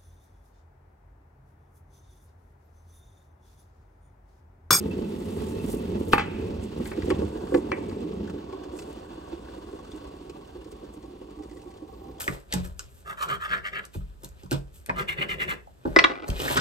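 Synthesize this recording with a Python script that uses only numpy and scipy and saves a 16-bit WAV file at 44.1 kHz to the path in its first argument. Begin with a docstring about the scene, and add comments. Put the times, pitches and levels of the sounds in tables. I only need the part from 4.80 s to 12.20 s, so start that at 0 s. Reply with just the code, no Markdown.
"""Steel kettle boiled and poured

A steel kettle boils on its base in a kitchen, close to a phone: steam bubbles are noise clicks through metal modes.
A glass bowl under cling film is set down (ringing modes, crackling noise); the kettle is lifted with clicks and
thumps, tipped and poured, and the boil dies down to single glugs (rising sine blips with knocks) and drops (noise
blips). Left and right differ by a phase that varies with frequency; gain control ducks after loud knocks."""
import sys
import numpy as np
from scipy import signal
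from scipy.fft import rfft, irfft
from scipy.io import wavfile
from scipy.ndimage import uniform_filter1d

SR = 44100
rng = np.random.default_rng(int(sys.argv[2]) if len(sys.argv) > 2 else 0)


def output_pcm(signal):
    """Save a mono or channel-first signal as 16-bit PCM at the path in sys.argv[1].

    Samples are clipped to [-1, 1] before scaling.
    """
    pcm = np.clip(np.atleast_2d(signal).T, -1, 1) * 32767
    wavfile.write(sys.argv[1], SR, np.round(pcm).astype(np.int16))


N = 326320  # samples, 7.4 s

# how the boil and its fine bubbles swell and die: [t/s, boil level/dB, fine bubble level/dB]
BOIL_LEVELS = [(0.0, -34.5, -51), (0.45, -36.5, -50), (0.82, -35, -49.5), (1.3, -35, -50.5),
               (1.7, -36, -51), (2.06, -40.5, -50), (2.33, -35.5, -47.5), (2.58, -38, -52.5),
               (3.13, -35.5, -53), (3.28, -39, -53.5), (3.4, -35.5, -52.5), (3.65, -42.5, -55),
               (4.3, -46.5, -55.5), (5.05, -47.5, -56), (5.46, -50, -59), (6.43, -51.5, -63),
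               (7.05, -50, -65), (7.4, -48.5, -64)]
# modes that steam bubbles ring in the kettle and its base: [f/Hz, width/Hz, first level/dB, second level/dB]
KETTLE_MODES = [(58.5, 40, -17, -6), (81.3, 42, -3.5, -5), (155.7, 23.4, -12.5, -16),
                (209, 59.7, 2.5, -9.5), (299, 43.4, -14.5, -3), (361.5, 59.4, -1.5, -3),
                (430, 50, -5, -9.5), (496.6, 103, -8, -3), (578, 400, -18, -3.5), (787, 94, -21.5, -14.5),
                (880, 60, -21.5, -16), (996, 69, -27, -13), (1101, 65, -29.5, -12.5)]


def amp(db):
    """Decibels to an amplitude factor."""
    return 10 ** (np.asarray(db) / 20)


def evened(x):
    """Scale to an RMS of one."""
    return x / np.sqrt(np.mean(x ** 2) + 1e-20)


def along(rows):
    """Every column of a time curve, sample by sample."""
    s, *columns = np.transpose(rows)
    return [np.interp(np.arange(N) / SR, s, column) for column in columns]


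def across(rows, hz):
    """Every column of a spectrum table at the frequencies hz, interpolated over log frequency."""
    f, *columns = np.transpose(rows)
    return [np.interp(np.log(hz + 1), np.log(f + 1), column) for column in columns]


def colour(x, rows):
    """Equalise a sound by a spectrum table in dB."""
    gain_db = across(rows, np.fft.rfftfreq(len(x), 1 / SR))[0]
    return irfft(rfft(x) * amp(gain_db), len(x))


def resonate(x, hz, width):
    """One resonance that passes unit power of white noise."""
    pole = np.exp((2j * np.pi * hz - np.pi * width) / SR)
    return signal.lfilter([np.sqrt(2 - 2 * abs(pole) ** 2)], [1, -pole], x).real


def resonate_twice(x, hz, width):
    """Two equal resonances in a row give steeper skirts."""
    return resonate(resonate(x, hz, width), hz, width)


def slow_noise(*sizes):
    """Random level movement: white noise smoothed over each size in samples, with an RMS of one."""
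    x = rng.standard_normal(N)
    for size in sizes:
        x = uniform_filter1d(x, size)
    return evened(x)


def pops(per_s, spread_db, noise_share):
    """Sparse clicks of uneven size over an even hiss."""
    size = amp(spread_db * np.minimum(rng.exponential(1, N), 5)) * rng.choice([-1, 1], N)
    share = np.clip(noise_share, 0, 1)
    sparse = evened(size * (rng.random(N) < per_s / SR))
    return np.sqrt(1 - share) * sparse + np.sqrt(share) * rng.standard_normal(N)


def add(mix, s, sound):
    """Place a sound at s seconds, cut off at the end of the mix."""
    part = mix[round(s * SR):][:len(sound)]
    part += sound[:len(part)]


def crack(hz, t60, width, size=4000):
    """A dying burst of noise through a steep resonance, peak one."""
    x = rng.standard_normal(size) * amp(-60 * np.arange(size) / SR / max(t60, .004))
    for stage in range(3):
        x = resonate(x, hz, 1.15 * width)
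    return x / abs(x).max()


def knock(modes, t60):
    """One blow shakes all the broad modes of a damped body."""
    x = sum(amp(db) * crack(hz, t60, width) for hz, width, db in modes)
    return x / abs(x).max()


def struck(modes):
    """One sharp blow sets every mode ringing at once as a dying sine."""
    t = np.arange(4000) / SR
    x = np.zeros(len(t))
    for k, (hz, db, t60) in enumerate(modes):
        x += (-1) ** k * amp(db - 60 * t / t60) * np.sin(2 * np.pi * hz * t)
    return x / abs(x).max()


def body(x, modes):
    """Steep resonances whose strengths move between two sets of levels."""
    # blend from the first set of mode levels to the second: [t/s, blend 0-1]
    blend_curve = [(0, 0), (2.4, 0.36), (2.75, 0.62), (3.5, 0), (3.75, 0.95), (7.4, 0.75)]
    blend, out = np.clip(along(blend_curve)[0], 0, 1), 0
    for k, (hz, width, first_db, second_db) in enumerate(modes):
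        steep = evened(resonate_twice(x, hz, 1.33 * width))
        out = out + (-1) ** k * amp(first_db + blend * (second_db - first_db)) * steep
    return out


def room_tone():
    """The quiet kitchen: steady coloured noise, mostly low."""
    # room spectrum: [f/Hz, level per Hz/dB]
    tone_colour = [(20, -30), (40, -9), (60, 5), (100, -12), (200, -11.5), (1000, -45), (4000, -38.5),
                   (9000, -49.5), (16300, -55)]
    level_db = -50.5
    return amp(level_db) * evened(colour(rng.standard_normal(N), tone_colour))


def kitchen(x):
    """Random echoes from the walls, each band dying at its own speed."""
    # decay of the room: [f/Hz, t60/s]
    decay = [(200, 0.29), (1000, 0.36), (1800, 0.62), (2700, 0.9), (5000, 0.47), (12000, 0.67)]
    # what the kitchen walls send back: [f/Hz, level/dB]
    wall_colour = [(300, 5), (900, 6.5), (1500, -2.5), (2300, -2), (3500, -5.5), (8000, -7)]
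    hz, t, bands = signal.stft(rng.standard_normal(SR // 2), SR, nperseg=256)
    t60 = across(decay, hz)[0][:, None]
    tail = signal.istft(bands * amp(-60 * t / t60), SR, nperseg=256)[1]
    delayed_tail = np.pad(tail / np.linalg.norm(tail), (400, 0))  # starts 9 ms late
    return signal.fftconvolve(colour(x, wall_colour), delayed_tail)[:N]


def scattered(x):
    """A short dense burst of nearby reflections."""
    taps = rng.standard_normal(1300) * amp(-60 * np.arange(1300) / SR / .03)
    return signal.oaconvolve(x, taps / np.linalg.norm(taps))[:N]


def whistle():
    """A thin high whistle: one sine gliding in pitch and level."""
    # glide of the whistle: [t/s, f/Hz, level/dB]
    glide = [(7.07, 13000, -96), (7.084, 13237, -71), (7.134, 13754, -77), (7.226, 14300, -73),
             (7.258, 13400, -75), (7.314, 13600, -70), (7.352, 12900, -85), (7.4, 12622, -82.5)]
    hz, db = along(glide)
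    on = uniform_filter1d(1. * (np.arange(N) / SR > glide[0][0]), 800)  # silent before the glide
    return on * amp(db) * np.sin(2 * np.pi * np.cumsum(hz) / SR)


def rustle():
    """Film and fleece crackle in clumps; each rub swells and fades; stiff film has more top than soft fleece."""
    # film and sleeves in steady slight motion: [t/s, level/dB, top octave against it/dB]
    motion = [(0, -64.5, 0), (0.15, -67.5, 1), (0.6, -59, 2), (1.0, -66, 2), (1.6, -65.5, -8),
              (1.78, -70, -6), (2.2, -62.5, -12), (2.9, -64, -14), (3.4, -70, -24), (3.65, -76, -8),
              (4.2, -69, -20), (5.1, -69, -11), (6.1, -78, 2), (7.4, -77, -2)]
    # single rubs and snaps of film or sleeve: [middle t/s, peak level/dB, half length/s, top octave against it/dB]
    rubs = [(0.682, -57, 0.034, -14), (0.735, -75, 0.0098, -12), (0.917, -54, 0.11, 6.5),
            (1.201, -68, 0.034, 8), (1.291, -62, 0.044, 10), (1.336, -52, 0.032, 14),
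            (1.383, -55, 0.028, 8), (1.838, -56.5, 0.035, -13), (2.072, -60, 0.09, 7),
            (2.254, -54, 0.015, -4), (2.302, -45, 0.016, -22), (2.764, -58, 0.071, -5),
            (3.985, -54, 0.077, -12), (4.094, -65.5, 0.13, -4), (5.176, -66, 0.024, -18),
            (5.918, -62, 0.022, -15), (6.14, -60.5, 0.02, -14), (6.76, -73.5, 0.25, -15)]
    # crackle spectrum: [f/Hz, level per Hz/dB]
    film_colour = [(2000, -32), (4500, -4.5), (6500, 0.5), (8000, 5.5), (10000, -0.5), (11500, 2),
                   (13000, -9), (16300, -23)]
    level_db, top_db = along(motion)
    level, top_level, t = amp(level_db), amp(level_db + top_db), np.arange(N) / SR
    for s, db, half, rub_top_db in rubs:
        swell = amp(db) * np.clip(1 - abs(t - s) / half, 0, 1) ** 1.8
        level, top_level = level + swell, top_level + amp(rub_top_db) * swell
    clumps = slow_noise(300)
    crackle = pops(per_s=1600.0, spread_db=3.0, noise_share=0.61)
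    top = evened(resonate_twice(crackle, 11000.0, 4100.0))
    return amp(2.75 * clumps) * (level * evened(colour(crackle, film_colour)) + top_level * top)


def clicks():
    """Clicks and slosh knocks: a crack at its own pitch, a knock of broad plastic modes and a bright tick."""
    # clicks of handle, switch and base, with two duller slosh knocks (2.672 s, 3.113 s):
    # [t/s, level/dB, f/Hz, t60/s, tick against it/dB]
    click_events = [(2.056, -36.5, 1900, 0.084, 4.5), (2.1152, -32.5, 1560, 0.054, -22),
                    (2.117, -34, 784, 0.06, -25), (2.1345, -39, 1820, 0.033, -16),
                    (2.221, -35, 1730, 0.029, 0), (2.3028, -19.5, 1920, 0.011, -6),
                    (2.309, -31, 940, 0.052, -22), (2.417, -48, 910, 0.045, -23),
                    (2.672, -44, 880, 0.048, -2), (2.308, -24, 620, 0.06, -21),
                    (2.3183, -40, 2700, 0.046, -1), (2.7425, -26.5, 1690, 0.043, -6.5),
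                    (2.746, -22.5, 790, 0.044, -11), (2.771, -45, 2530, 0.042, 6),
                    (2.949, -57, 2110, 0.033, -17), (2.978, -61, 2150, 0.018, -19),
                    (3.095, -50.5, 2600, 0.036, 9.5), (3.113, -39.5, 1050, 0.045, -17)]
    # modes of the plastic: [f/Hz, width/Hz, level/dB]
    plastic_modes = [(600, 200, 4), (900, 300, 5), (1600, 500, -2), (2100, 350, 0), (2600, 500, -4),
                     (4300, 1200, -12)]
    out = np.zeros(N)
    for s, db, hz, t60, tick_db in click_events:
        snap = crack(hz, t60, 900.) + knock(plastic_modes, t60) + crack(1600., .01, 1800.)
        tick = amp(tick_db) * crack(3640.0, 0.031, 3600.0)
        add(out, s, amp(db) * (snap + tick))
    return out


def lid():
    """The lid knocks as the kettle swings: a hard clack of struck modes with a short noise rattle."""
    # the one clack: [t/s, level/dB]
    clack = (2.9172, -11)
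    # modes of the lid: [f/Hz, level/dB, t60/s]
    lid_modes = [(565, -4, .1), (759, -13, 0.08), (1000, 4, 0.025), (1310, 2, 0.011), (1580, -1, 0.015),
                 (1785, -8, 0.04), (2060, -4, 0.03), (2270, -4, 0.028), (2690, -7, 0.022),
                 (3290, -24, 0.03), (4200, -12, 0.012), (5900, -16, 0.012)]
    out, (s, db) = np.zeros(N), clack
    rattle = amp(-12) * crack(2050., 0.14, 900.0)
    add(out, s, amp(db) * (struck(lid_modes) + rattle))
    return out


def bowl():
    """Glass on the worktop: faint rising noise, then a sharp blow, a ring, a rattle and a low thud just after."""
    # the bowl lands and bounces: [t/s, blow/dB, ring/dB, thud/dB, rattle/dB]
    landings = [(1.3326, 0, -8, 0, -15), (1.3799, -3.5, -18, -12, -13), (1.3945, -15, -24, -22, -14)]
    # the dead knock of the worktop: [f/Hz, level/dB, t60/s]
    worktop_modes = [(604, -8, 0.011), (824, -1.5, 0.024), (1160, 4, 0.0064), (1590, 3, 0.011),
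                     (1800, -3.5, 0.013), (2580, -5.5, 0.019), (3260, -24, .01), (4200, -28, .008),
                     (7780, -33, 0.012)]
    # what the glass rings on with: [f/Hz, level/dB, t60/s]
    glass_modes = [(519, -19, 0.048), (810, -7, 0.056), (940, -12, 0.15), (970, -15, 0.05),
                   (1197, -3.5, 0.055), (1290, -33, 0.05), (1380, -12, 0.016), (1746, -16, 0.069),
                   (1860, -16, 0.072), (2170, -21, 0.12), (2410, -14, 0.06), (2605, -11, 0.055),
                   (3200, -26, 0.11), (3100, -34, .06), (3680, -18, 0.065), (4160, -25, 0.055),
                   (4560, -19, 0.035)]
    out, t = np.zeros(N), np.arange(3000) / SR
    rising_noise = crack(3000.0, 1.5, 2600.0, size=800) * np.linspace(0, 1, 800) ** 2
    add(out, landings[0][0] - 800 / SR, amp(-14.0) * rising_noise)  # faint noise rising before the blow
    for s, blow_db, ring_db, thud_db, rattle_db in landings:
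        rattle = crack(1700.0, 0.2, 2400.0) + .6 * crack(750., .1, 800.)
        blow, ring = amp(blow_db) * struck(worktop_modes), amp(ring_db) * struck(glass_modes)
        add(out, s, blow + ring + amp(rattle_db) * rattle)
        thud = amp(thud_db - 60 * t / 0.0088) * np.sin(2 * np.pi * 370.0 * t)
        add(out, s + 0.00419, thud)
    return out


def drops():
    """A drop landing in the cup is a short noise blip at its own pitch with a spray of treble."""
    # drops landing in the cup: [t/s, level/dB, f/Hz, treble against it/dB]
    cup_drops = [(3.4745, -40.5, 1570, -5), (3.497, -43, 1390, 5), (3.7237, -55, 1430, 5.5),
                 (3.8367, -50, 1400, 7.5), (3.9887, -41.5, 2530, 7), (4.021, -48, 1420, 7),
                 (4.188, -56, 1410, 8), (4.3237, -57, 1610, 4), (4.5098, -58, 1590, -4),
                 (4.6858, -43, 1530, -18), (4.9877, -62, 1560, 10), (5.0476, -48, 1240, 0),
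                 (5.1158, -39, 3570, -2), (5.2526, -54, 1460, -10), (5.4958, -43.5, 2600, 4),
                 (5.6487, -52, 2810, 2), (5.8094, -52.5, 2830, -8), (5.8445, -55, 1910, 8),
                 (5.916, -57.5, 4370, 13.5), (6.0428, -54.5, 1350, 6), (6.227, -60, 1800, 12),
                 (6.412, -53.5, 2900, -7), (6.6335, -53, 1280, 8), (6.6953, -58, 1940, 9),
                 (6.712, -52, 1900, 2), (6.7318, -57, 1850, -10), (6.77, -50, 1870, 2),
                 (6.8166, -55.5, 2800, 8.5), (6.88, -57, 3500, 3), (6.9388, -56.5, 2900, 5),
                 (6.9717, -53.5, 3480, 5), (7.022, -64, 3000, -5), (7.282, -66, 1300, -1),
                 (7.3818, -51, 3320, 1)]
    # lowest and highest of faint random drops while pouring: [t/s, level/dB, f/Hz, treble against it/dB]
    faint_range = [(3.4, -68.5, 1180, -4), (7.4, -59, 4400, 12.5)]
    blip_t60 = 0.044  # seconds
    out = np.zeros(N)
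    for s, db, hz, spray_db in [*cup_drops, *rng.uniform(*faint_range, size=(220, 4))]:
        spray = amp(spray_db) * crack(3800.0, 0.067, 6600.0)
        add(out, s, amp(db) * (crack(hz, blip_t60, 450.0) + spray))
    return out


def gurgle():
    """Soft uneven bubbles come in clumps and keep a few wall modes pulsing while the water pours."""
    # wall modes that the emptying water sets pulsing: [f/Hz, width/Hz, full level/dB, emptier level/dB]
    pulsing_modes = [(780, 44, -4, 11), (900, 210, -8.5, -17), (1104, 74, 1, 3)]
    # overall gurgle: [t/s, level/dB]
    gurgle_curve = [(0, -90), (3.3, -61), (3.6, -63.5), (5.3, -63), (6.3, -65.5), (7.4, -66)]
    clumps = slow_noise(1500, 1500)
    bubbles = amp(4.0 * clumps) * pops(per_s=120., spread_db=2.5, noise_share=0.3)
    emptied = np.clip((np.arange(N) / SR - 5.0) / 2.4, 0, 1)  # 0 until 5 s, 1 at the end
    ring = np.zeros(N)
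    for hz, width, full_db, low_db in pulsing_modes:
        ring += amp(full_db + emptied * (low_db - full_db)) * evened(resonate_twice(bubbles, hz, width))
    return amp(along(gurgle_curve)[0]) * ring


def simmer():
    """Dense tiny bubbles flicker together and ping the wall; the stream stirs the air space of the cup."""
    # fine bubble spectrum: [f/Hz, level per Hz/dB]
    fizz_colour = [(300, -0.5), (900, 5.5), (1400, -1.5), (1900, -6.5), (2600, -3), (3300, -2),
                   (4000, -5.5), (5000, -9), (6500, -15), (9000, -24), (16000, -24)]
    # thin wall modes that the fine bubbles ring: [f/Hz, width/Hz, first level/dB, second level/dB]
    wall_modes = [(1938, 240, -7.5, -11), (2624, 72, -9, -10), (2853, 76, -12, -7), (3480, 89, -18, -6.5),
                  (4430, 320, -15, -8)]
    # water moving in the kettle as it is lifted, then the stream into the cup: [t/s, level/dB]
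    stream_curve = [(0, -88), (2.25, -90), (2.41, -58), (2.75, -58), (2.9, -66), (3.05, -78), (3.3, -95),
                    (3.5, -52), (3.67, -64), (4.05, -64), (4.13, -76), (4.25, -57), (4.55, -62), (4.8, -66),
                    (4.95, -61), (5.15, -62), (5.32, -78), (5.7, -65), (6.5, -98), (7.4, -89)]
    # single bubbles strike one thin wall mode: [t/s, level/dB]
    ping_events = [(0.105, -42), (0.235, -49), (0.794, -42), (0.978, -44)]
    fizz_db, cup_db = along(BOIL_LEVELS)[1], along(stream_curve)[0]
    flicker = slow_noise(700)
    bubbles = pops(per_s=1500., spread_db=3.0, noise_share=0.59)
    pings = body(pops(per_s=300., spread_db=1.0, noise_share=0.11), wall_modes)
    stirred = amp(3.0 * slow_noise(1400)) * bubbles
    cup_modes = [(720., 350.0), (1000., 610.0), (1480., 430.0)]  # [f/Hz, width/Hz]
    cup = evened(sum(resonate_twice(stirred, hz, width) for hz, width in cup_modes))
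    fizz = evened(colour(bubbles, fizz_colour)) + amp(-6.5) * pings
    out = amp(0.89 * flicker) * (amp(fizz_db) * fizz + amp(cup_db) * cup)
    for s, db in ping_events:
        add(out, s, amp(db) * crack(wall_modes[1][0], 0.076, 130.0))
    return out


def glugs():
    """Thumps and glugs: a dying sine rising in pitch, with knocks of the belly and upper wall and a splash."""
    # kettle thumps (2.307 s, 2.722 s, 2.7435 s), larger bubbles and sloshes:
    # [t/s, level/dB, starting f/Hz, t60/s, wall knock/dB]
    thumps_and_glugs = [(2, -19, 217, 0.093, -50), (2.178, -20.5, 316, 0.085, -56),
                        (2.275, -21, 242, 0.073, -51), (2.307, -12, 383, 0.04, -27),
                        (2.362, -22, 216, 0.055, -40), (2.419, -17, 537, 0.05, -36),
                        (2.635, -25.5, 203, 0.094, -50), (2.722, -16, 366, 0.035, -40),
                        (2.7435, -9, 330, 0.03, -30), (2.7495, -11, 520, 0.03, -33),
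                        (2.757, -14, 322, 0.03, -38), (2.776, -20, 340, 0.09, -40),
                        (2.843, -24, 299, 0.1, -46), (2.927, -22.5, 336, 0.073, -40),
                        (3.245, -29.5, 296, 0.3, -50), (3.432, -31.5, 270, .4, -50),
                        (3.56, -29.5, 294, 0.18, -50), (3.727, -32, 369, 0.22, -31),
                        (3.933, -27.5, 353, 0.088, -47), (4.516, -31.5, 320, 0.23, -52),
                        (4.763, -31, 320, 0.035, -60), (4.929, -29, 403, 0.095, -47),
                        (4.987, -52.5, 400, 0.052, -38), (5.135, -33, 295, 0.16, -49),
                        (5.253, -41.5, 389, 0.22, -42), (5.497, -32, 395, 0.072, -47),
                        (5.753, -32.5, 362, 0.057, -49), (6.033, -32, 430, 0.042, -50),
                        (6.171, -37.5, 291, 0.057, -54), (6.237, -35.5, 350, 0.036, -50),
                        (6.414, -33, 303, 0.04, -45), (6.572, -38.5, 292, 0.3, -52),
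                        (6.759, -33.5, 373, 0.048, -51), (7.02, -36.5, 295, 0.14, -51),
                        (7.283, -34, 279, 0.1, -44)]
    # lowest and highest of small random glugs while pouring: [t/s, level/dB, starting f/Hz, t60/s, wall knock/dB]
    small_range = [(3.7, -50, 275, 0.081, -62), (7.4, -37, 420, 0.18, -53)]
    splash_db = -5.5  # treble splash against the wall knock
    out, t = np.zeros(N), np.arange(4000) / SR
    modes = [(hz, width, second_db) for hz, width, first_db, second_db in KETTLE_MODES]
    belly, upper_wall = modes[4:9], modes[9:]
    small = rng.uniform(*small_range, size=(44, 5))
    for s, db, hz, t60, wall_db in [*thumps_and_glugs, *small]:
        envelope = (1 - np.exp(-t / 0.00059)) * amp(-60 * t / t60)
        tone = envelope * np.sin(2 * np.pi * hz * t * (1 + 0.81 * t))
        add(out, s, amp(db) * (tone + amp(-3.5) * knock(belly, 0.018)))
        splash = amp(splash_db) * crack(2600.0, 0.036, 5500.0)
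        add(out, s, amp(wall_db) * (knock(upper_wall, 0.0062) + splash))
    return out


def boil():
    """Collapsing steam bubbles knock the kettle; the two lowest modes fade slowly after the lift."""
    # gain of the two lowest modes: [t/s, gain/dB]
    low_gain = [(0, 0), (2.45, 4), (2.6, -1), (7.4, -15)]
    rumble = body(pops(per_s=260., spread_db=3.5, noise_share=0.55), KETTLE_MODES)
    low = np.zeros(N)
    for hz, width, first_db, second_db in KETTLE_MODES[:2]:
        low += np.sqrt(np.pi * width / SR) * resonate(rumble, hz, 2 * width)
    return amp(along(BOIL_LEVELS)[0]) * (rumble - (1 - amp(along(low_gain)[0])) * low)


def steady(surge):
    """All that hisses or rumbles, drawn afresh each call; boil and simmer follow the given surges of the water."""
    water = amp(1.03 * surge) * boil() + amp(1.5 * surge) * simmer()
    return water + gurgle() + rustle() + room_tone()


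def scene():
    """Channel 0 reaches left and right; channel 1, for the right only, is diffuse sound and some near sounds."""
    hits = bowl() + clicks() + lid() + drops()
    single = hits + glugs() + whistle()
    echo = [amp(-12.5) * kitchen(hits) for channel in range(2)]
    surge = slow_noise(600, 600)
    direct = single + echo[0] + steady(surge)
    diffuse = amp(-14) * single + amp(-3) * scattered(single) + echo[1] + steady(surge)
    return np.array([direct, diffuse])


def record(dry):
    """Left and right differ by a phase that varies with frequency; then ducking, soft saturation, band limit."""
    # left against right: [f/Hz, left lead/rad, likeness 0-1, left minus right/dB]
    stereo_table = [(70, .08, .99, -2), (140, .15, .95, -1), (300, .12, .96, -3), (400, .7, .9, -2),
                    (500, 1.2, .8, 0), (630, 2.7, .86, -2), (820, 2.5, .5, -4), (1070, 1.8, .7, 1.5),
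                    (1400, .8, .7, 3.5), (2400, -1.2, .4, 0), (3200, -1.7, .45, -1), (5000, -1., .3, -1),
                    (7000, 0., .8, -1), (9000, 1.4, .85, 0), (10000, 2.4, .93, 0), (10500, 3.06, 1, 0),
                    (11700, 3.22, 1, 0), (12300, 4, .9, 0), (13200, 5.2, .8, 0), (14500, 6.28, .99, 0)]
    edge_hz = 15950
    lead, same, tilt_db = across(stereo_table, np.fft.rfftfreq(N, 1 / SR))
    same, (direct, diffuse) = np.clip(same, 0, 1), rfft(dry)
    left = direct * np.exp(.5j * lead) * amp(tilt_db / 2)
    right = (same * direct + np.sqrt(1 - same ** 2) * diffuse) * np.exp(-.5j * lead) / amp(tilt_db / 2)
    pair = irfft(np.array([left, right]), N)
    # the origins make both averages look back in time only
    power = abs(uniform_filter1d((pair ** 2).mean(0), 600, origin=299))
    power_db = 10 * np.log10(power + 1e-12)
    fall = np.arange(N) * 60. / SR  # the held level falls 60 dB a second
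    held_db = np.maximum.accumulate(power_db + fall) - fall
    over_db = np.maximum(held_db + 20.5, 0)  # above a threshold of -20.5 dB
    duck_db = 0.64 * uniform_filter1d(over_db, size=4000, origin=1999)  # takes hold over 90 ms
    ducked = pair / amp(duck_db)
    rounded = .95 * np.tanh(ducked / .95)  # rounds off the loudest peaks
    low_pass = signal.firwin(511, edge_hz, window=("kaiser", 9), fs=SR)
    return signal.oaconvolve(rounded, low_pass[None], "same")


dry = scene()
out = record(dry)
output_pcm(out)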